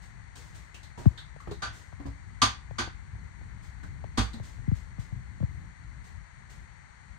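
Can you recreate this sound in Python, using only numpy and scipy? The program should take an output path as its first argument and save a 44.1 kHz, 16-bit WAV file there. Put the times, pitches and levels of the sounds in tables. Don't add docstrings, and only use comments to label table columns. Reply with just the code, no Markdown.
import sys
import numpy as np
from scipy import signal
from scipy.fft import rfft, irfft
from scipy.io import wavfile
from scipy.ndimage import uniform_filter1d

SR = 44100
rng = np.random.default_rng(int(sys.argv[2]) if len(sys.argv) > 2 else 0)


def generate_wav(signal):
    frames = np.transpose(np.atleast_2d(signal))
    scaled = np.clip(frames, -1, 1) * 32767
    pcm = np.round(scaled).astype(np.int16)
    wavfile.write(sys.argv[1], SR, pcm)


N = 316638


def from_db(db):
    return 10 ** (np.asarray(db) / 20)


def rms_one(x):
    return x / np.sqrt(np.mean(x ** 2) + 1e-20)


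def onset_one(x):
    return x / np.sqrt(np.mean(x[:, :int(.03 * SR)] ** 2) + 1e-20)


def at_hz(points, hz):
    table_hz, table_db = np.transpose(points)
    return np.interp(np.log(hz), np.log(table_hz), table_db)


def bins_hz(size):
    return np.maximum(np.fft.rfftfreq(size, 1 / SR), 1)


def event_time():
    return np.arange(SR // 2) / SR


def add(out, start_s, sound):
    i = max(int(start_s * SR), 0)
    out[:, i:i + sound.shape[1]] += sound[:, :max(N - i, 0)]


def coloured(spectrum, size):
    noise = rfft(rng.standard_normal(size))
    return rms_one(irfft(noise * from_db(at_hz(spectrum, bins_hz(size))), size))


def diffuse(spectrum, size, alike=0.045):
    mid = np.sqrt(1 + alike) * coloured(spectrum, size)
    side = np.sqrt(1 - alike) * coloured(spectrum, size)
    return rms_one(mid + side * [[1], [-1]])


def fade(t, rise_s, t60_s):
    return (1 - np.exp(-t / max(rise_s, 1e-5))) * from_db(-60 * t / t60_s)


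def ring(modes, rise_s, spread_db):
    t, out = event_time(), 0
    for hz, db, t60_s, alike in modes:
        apart = np.arccos(np.clip(alike, -1, 1)) * rng.choice([-1, 1])
        phase = rng.uniform(0, 2 * np.pi) + apart * np.array([[0], [1]])
        gain = from_db(db + spread_db * rng.standard_normal((2, 1)))
        out = out + gain * fade(t, rise_s, t60_s) * np.sin(2 * np.pi * hz * t + phase)
    return onset_one(out)


def waver(knots_per_s):
    knots = rng.standard_normal(int(knots_per_s * N / SR) + 2)
    return rms_one(np.interp(np.arange(N) * knots_per_s / SR, np.arange(len(knots)), knots))


# time in seconds, handling level in dB (only its swing about the mean counts).
HANDLING_SWING = [(0.0, -49.5), (0.36, -52), (1.3, -46.5), (1.9, -53.5), (2.28, -37.5), (2.46, -49),
                  (3.0, -42.5), (3.62, -46.5), (4.24, -45), (4.4, -38), (5.62, -41), (6.26, -51.5),
                  (6.48, -54), (7.18, -52.5)]
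# frequency in Hz, relative density in dB per Hz.
RUMBLE_COLOUR = [(22, -19.5), (35, -5.5), (58, 5), (110, -2.5), (160, -7.5), (230, -19.5), (320, -27),
                 (500, -37.5), (1000, -68.5)]
# frequency in Hz, relative density in dB per Hz.
HISS_COLOUR = [(200, -16.5), (550, -6.5), (900, 4), (1250, -1.5), (2050, 7.5), (2700, -12), (3500, -12.5),
               (4400, -12), (5200, -21), (6400, -10.5), (7500, -17), (8700, -12), (10000, -45),
               (15000, -45)]
# frequency in Hz, attenuation in dB.
RIGHT_LOSS = [(60, 9.5), (250, 8), (700, 5.5), (1290, 5), (2300, 18.5), (4400, 0.5), (8100, 12),
              (15000, -1)]
RUMBLE_DB, RUMBLE_FOLLOWS = -43.5, 0.54
HISS_DB = -53.5


def background(lag_s=0.00071, rumble_own=1.0, hiss_own=0.8):
    time_s, handling_db = np.transpose(HANDLING_SWING)
    rumble_db = RUMBLE_DB + RUMBLE_FOLLOWS * (handling_db - handling_db.mean())
    lumps_db = 2.66 * waver(knots_per_s=12)
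    rumble = from_db(np.interp(np.arange(N) / SR, time_s, rumble_db) + lumps_db)
    layers = [(rumble, RUMBLE_COLOUR, rumble_own), (from_db(HISS_DB), HISS_COLOUR, hiss_own)]
    left, right = 0, 0
    for level, spectrum, own in layers:
        shared = coloured(spectrum, N)
        late = np.roll(shared, round(lag_s * SR))
        left = left + level * shared
        right = right + level * (np.sqrt(1 - own ** 2) * late + own * coloured(spectrum, N))
    shade = from_db(-at_hz(RIGHT_LOSS, bins_hz(N)))
    return np.array([left, irfft(rfft(right) * shade, N)])


# start in seconds, level in dB, swell time constant in seconds.
MOVEMENT_RUSTLES = [(.015, -60.5, 0.016), (0.354, -51, 0.0022), (0.544, -55.5, 0.0039),
                    (.974, -54.5, 0.0096), (1.72, -58.5, 0.081), (3.619, -62.5, 0.055), (4.426, -56, 0.017),
                    (4.748, -58.5, 0.008), (4.99, -57.5, 0.007), (6.035, -61, 0.023), (6.496, -57, 0.0032)]
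# frequency in Hz, relative density in dB per Hz.
BRIGHT_COLOUR = [(300, 8.5), (900, 3.5), (2500, 1), (4200, 2.5), (5300, 0), (6500, 3), (8700, -0.5),
                 (10500, -13.5), (14500, -15)]
RUSTLE_T60_S, RUSTLE_DB, RUSTLE_DB_PER_DOUBLING = 0.43, -57.5, 9


def rustles(grain=0.06):
    out, t = np.zeros((2, N)), event_time()
    for start_s, db, swell_s in MOVEMENT_RUSTLES:
        t60_s = RUSTLE_T60_S * 2 ** ((db - RUSTLE_DB) / RUSTLE_DB_PER_DOUBLING)
        smooth = uniform_filter1d(rng.standard_normal(len(t)), size=300)
        uneven = np.exp(grain * rms_one(smooth))
        friction = diffuse(BRIGHT_COLOUR, len(t), alike=0.18) * uneven
        add(out, start_s, from_db(db) * onset_one(friction * fade(t, swell_s, t60_s)))
    return out * from_db([[.9], [-.9]])


def resonate(x, hz, width_hz):
    r = np.exp(-np.pi * width_hz / SR)
    zeros = np.array([1, 0, -1]) * (1 - r * r) / 2
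    poles = [1, -2 * r * np.cos(2 * np.pi * hz / SR), r * r]
    return signal.lfilter(zeros, poles, x)


# start in seconds, level in dB, pitch in Hz, ring at that pitch in dB re the click.
FITTING_TICKS = [(0.742, -50, 2700, -0.5), (0.83, -55, 4100, -2), (1.175, -46.5, 3630, 12),
                 (1.177, -51.5, 1580, 16), (1.401, -51, 1190, 9), (1.51, -51, 3940, 1),
                 (2.06, -58.5, 4640, -5), (3.832, -52.5, 1510, 7), (4.175, -38.5, 8550, -11),
                 (4.332, -51.5, 3960, 2)]
TICK_T60_S = 0.27


def ticks(ring_width=0.3):
    out, t = np.zeros((2, N)), event_time()
    room_tail = fade(t, 0.0017, TICK_T60_S)
    direct = 0.2 * fade(t, 0.00099, 0.038)
    for start_s, db, hz, ring_db in FITTING_TICKS:
        click = diffuse(BRIGHT_COLOUR, len(t), alike=0.099)
        tone = diffuse(BRIGHT_COLOUR, len(t))
        for _ in range(2):
            tone = resonate(tone, hz, ring_width * hz)
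        mix = click + from_db(ring_db) * rms_one(tone)
        add(out, start_s, from_db(db) * onset_one(mix * (room_tail + direct)))
    return out * from_db([[.4], [-.4]])


# start in seconds, level in dB, pitch in Hz, t60 in seconds, rub in dB re the panel mode.
PANEL_KNOCKS = [(.975, -54.5, 950, 0.56, 13.5), (1.473, -45.5, 341, 0.29, 8),
                (1.513, -40.5, 411, 0.11, 1.5), (1.998, -45.5, 282.4, .2, 1), (2.054, -41, 277.3, .24, 2),
                (2.795, -43.5, 344, 0.23, -12), (3.832, -57.5, 292, 0.21, 7.5),
                (4.339, -43.5, 227, 0.27, -1.5), (5.425, -51, 528, 0.045, -6)]
# frequency in Hz, relative density in dB per Hz.
RUB_COLOUR = [(120, 11), (350, 1), (600, -3.5), (1000, -3), (1600, -14), (4000, -28), (12000, -44)]


def knocks():
    out, t = np.zeros((2, N)), event_time()
    for start_s, db, hz, t60_s, rub_db in PANEL_KNOCKS:
        rub = onset_one(diffuse(RUB_COLOUR, len(t)) * fade(t, 0.0014, t60_s))
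        panel = ring([(hz, 0, t60_s, .6)], rise_s=0.001, spread_db=2.7)
        add(out, start_s, from_db(db) * (panel + from_db(rub_db) * rub))
    return out


def fidgets():
    return [(rng.uniform(2.528, 4.7), rng.uniform(-33.31, -31.5), rng.uniform(-44.31, -42.5))
            for _ in range(3)]


# start in seconds, thump on the left in dB, tap on the left in dB.
FINGER_BUMPS = [(1.0572, -3.5, -21), (1.3621, -36, -34), (1.4723, -49, -29), (1.927, -33, -35),
                (2.7092, -29, -29.5), (2.876, -34, -30), (4.0414, -32.5, -28.5), (4.398, -27, -31),
                (4.6762, -13.8, -39.5), (4.715, -13, -31), (4.983, -22, -39), (5.121, -23.5, -43),
                (5.403, -19, -34), (5.428, -15, -36)]
BUMP_DB, BUMP_PEAK_S, BUMP_DB_PER_DOUBLING = -18.5, 0.014, 94
BUMP_HZ, BUMP_DB_PER_OCTAVE = 470, 15


def bumps(right_db=-9, right_lag_rad=2.14, skin_db=-5, shudder_db=-26):
    out, t = np.zeros((2, N)), event_time()
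    stretch = .45
    sides, lag_rad = from_db([[0], [right_db]]), np.array([[0], [right_lag_rad]])
    for start_s, thump_db, tap_db in FINGER_BUMPS + fidgets():
        heavier_db = thump_db - BUMP_DB
        age = t / (BUMP_PEAK_S * 2 ** (heavier_db / BUMP_DB_PER_DOUBLING))
        start_hz = BUMP_HZ * 2 ** (heavier_db / BUMP_DB_PER_OCTAVE)
        sweep = 2 * np.pi * np.log1p(stretch * t * start_hz) / stretch
        thump = age ** 2 * np.exp(1 - age ** 2) * np.cos(sweep - lag_rad)
        shudder = from_db(shudder_db) * coloured(RUMBLE_COLOUR, len(t)) * fade(t, 0.0094, 0.37)
        tap_sweep = 2 * np.pi * 3.87 * np.log1p(t / 0.00345)
        tap = fade(t, 0.00094, 0.024) * np.sin(tap_sweep - lag_rad)
        skin = from_db(skin_db) * coloured(RUB_COLOUR, len(t)) * fade(t, 0.00018, 0.033)
        bump = from_db(thump_db) * (thump + shudder) + from_db(tap_db) * (tap + skin)
        add(out, start_s, sides * bump)
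    return out


def contact_db(hz, tilt_db, focus_hz, lift_db, octaves=0.098):
    distance = np.log2(hz / focus_hz)
    return tilt_db * distance + lift_db * np.exp(-.5 * (distance / octaves) ** 2)


# centre in Hz, width in Hz, lift in dB.
SHELL_HUMPS = [(1190, 57, 7), (1485, 44, 2.5), (3400, 790, 4.5), (4590, 250, 9.5)]


def shell_db(hz):
    return sum(lift_db / (1 + (2 * (hz - centre_hz) / width_hz) ** 2)
               for centre_hz, width_hz, lift_db in SHELL_HUMPS)


# band centre in Hz, t60 in seconds.
ROOM_DECAY = [(150, 0.41), (500, 0.21), (1400, 0.29), (4500, 0.25), (8000, 0.21), (15000, 0.15)]


def crack(walls, contact, rise_s, direct_db=0, direct_s=0.0014):
    t, out = event_time(), 0
    hz = bins_hz(len(t))
    noise = rfft(walls) * from_db(contact_db(hz, *contact) + shell_db(hz))
    centres_hz, t60s = np.transpose(ROOM_DECAY)
    for share, t60_s in zip(np.eye(len(centres_hz)), t60s):
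        weight = np.interp(np.log(hz), np.log(centres_hz), share)
        out = out + irfft(noise * weight, len(t)) * fade(t, rise_s, t60_s)
    return onset_one(out * (1 + from_db(direct_db) * np.exp(-t / direct_s)))


# start in seconds, crack level in dB, rise time constant in seconds, tilt in dB per octave,
# pitch favoured by the contact in Hz, its lift in dB, rebound delay in seconds, rebound in dB re the crack,
# bowl level in dB, floor level in dB.
LID_BLOWS = [(1.62, -34, 0.0052, -2.5, 1480, 13, .026, -7, -63, -58),
             (2.4167, -20, 0.0032, -0.5, 1110, 6.5, .011, -17.5, -32.5, -31),
             (2.783, -31, 0.006, -2, 1500, 6.5, 0.02, -9, -40.5, -42.5),
             (4.173, -29.5, 0.0059, -2.5, 443, 9.5, 0.01, -6, -28, -24)]
# frequency in Hz, level before contact colour in dB, t60 in seconds, left-right likeness -1..1.
LID_MODES = [(458, -13, .16, 0), (655, -15, .18, .3), (782, -11, .27, .9), (1018, -7, .21, .6),
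             (1110, -5, .15, .2), (1160, -2, .13, -.3), (1192, 0, .2, -.2), (1265, -14, .18, -.3),
             (1416, -12, .29, -.6), (1518, -8, .29, -.4), (1610, -14, .24, 0), (1900, -12, .2, 0),
             (2249, -10, .2, 0), (2505, -11, .19, .9), (2950, -11, .17, .3), (3212, -8, .19, .4),
             (3386, -11, .25, .4), (3540, -9, .26, .4), (3713, -10, .21, .4), (4194, -10, .16, .4),
             (4575, -6, .21, .7), (4780, -7, .17, .6), (5015, -13, .19, .3), (5361, -13, .18, .3),
             (5896, -11, .15, .3), (6119, -12, .15, .3), (6641, -13, .18, .3)]
# frequency in Hz, relative density in dB per Hz.
CRACK_COLOUR = [(150, -15), (300, -8.5), (430, -15.5), (750, -2.5), (1150, -2.5), (2000, -4), (2700, -6),
                (4300, -4), (5200, -8), (6400, -2), (7500, -13), (8700, -11), (10500, -21.5), (15000, -35)]
# frequency in Hz, relative level in dB, t60 in seconds, left-right likeness.
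BOWL_MODES = [(202.4, -7.5, 0.27, 0.26), (243, 7.5, 0.1, 1), (280, 0.5, 0.12, 1), (348, -11.5, 0.13, 0.82),
              (393, -25, 0.12, 0.93), (473.4, -15, 0.24, 0.13)]
# frequency in Hz, relative level in dB, t60 in seconds, left-right likeness.
FLOOR_MODES = [(60, -4, .28, .95), (104, 0, .19, .95), (124, -7, .15, .9)]
RING_DB = -3
BOOM_LAG_S = 0.00495


def lid():
    out = np.zeros((2, N))
    for (start_s, db, rise_s, tilt_db, focus_hz, lift_db,
         rebound_s, rebound_db, bowl_db, floor_db) in LID_BLOWS:
        contact = tilt_db, focus_hz, lift_db
        walls = diffuse(CRACK_COLOUR, len(event_time()), alike=0.04)
        modes = [(hz, mode_db + contact_db(hz, *contact), t60_s, alike)
                 for hz, mode_db, t60_s, alike in LID_MODES]
        blow = crack(walls, contact, rise_s) + from_db(RING_DB) * ring(modes, rise_s, spread_db=0.5)
        rebound = crack(walls, contact, rise_s=.001)
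        bowl = ring(BOWL_MODES, rise_s=0.007, spread_db=1.0) * from_db([[-1.5], [1.5]])
        floor = ring(FLOOR_MODES, rise_s=0.027, spread_db=5.5) * from_db([[1.5], [-1.5]])
        add(out, start_s, from_db(db) * blow)
        add(out, start_s + rebound_s, from_db(db + rebound_db) * rebound)
        add(out, start_s + BOOM_LAG_S, from_db(bowl_db) * bowl + from_db(floor_db) * floor)
    return out


# start in seconds, level in dB.
FOOTFALLS = [(1.67, -42.5), (2.07, -36), (3.133, -38.5), (4.383, -40.5)]
STEP_RISE_S, STEP_TILT_DB_PER_OCTAVE = 0.0073, -8


def steps():
    out = np.zeros((2, N))
    lowest_hz = FLOOR_MODES[0][0]
    modes = [(hz, db + STEP_TILT_DB_PER_OCTAVE * np.log2(hz / lowest_hz), t60_s, alike)
             for hz, db, t60_s, alike in FLOOR_MODES]
    for start_s, db in FOOTFALLS:
        add(out, start_s, from_db(db) * ring(modes, STEP_RISE_S, spread_db=1.0))
    return out


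def scene():
    return background() + rustles() + ticks() + knocks() + bumps() + lid() + steps()


def record(dry):
    highpass = signal.butter(2, 18, "high", fs=SR, output="sos")
    lowpass = signal.ellip(10, .2, 80, 15600, fs=SR, output="sos")
    return signal.sosfilt(lowpass, signal.sosfilt(highpass, dry))


dry = scene()
out = record(dry)
generate_wav(out)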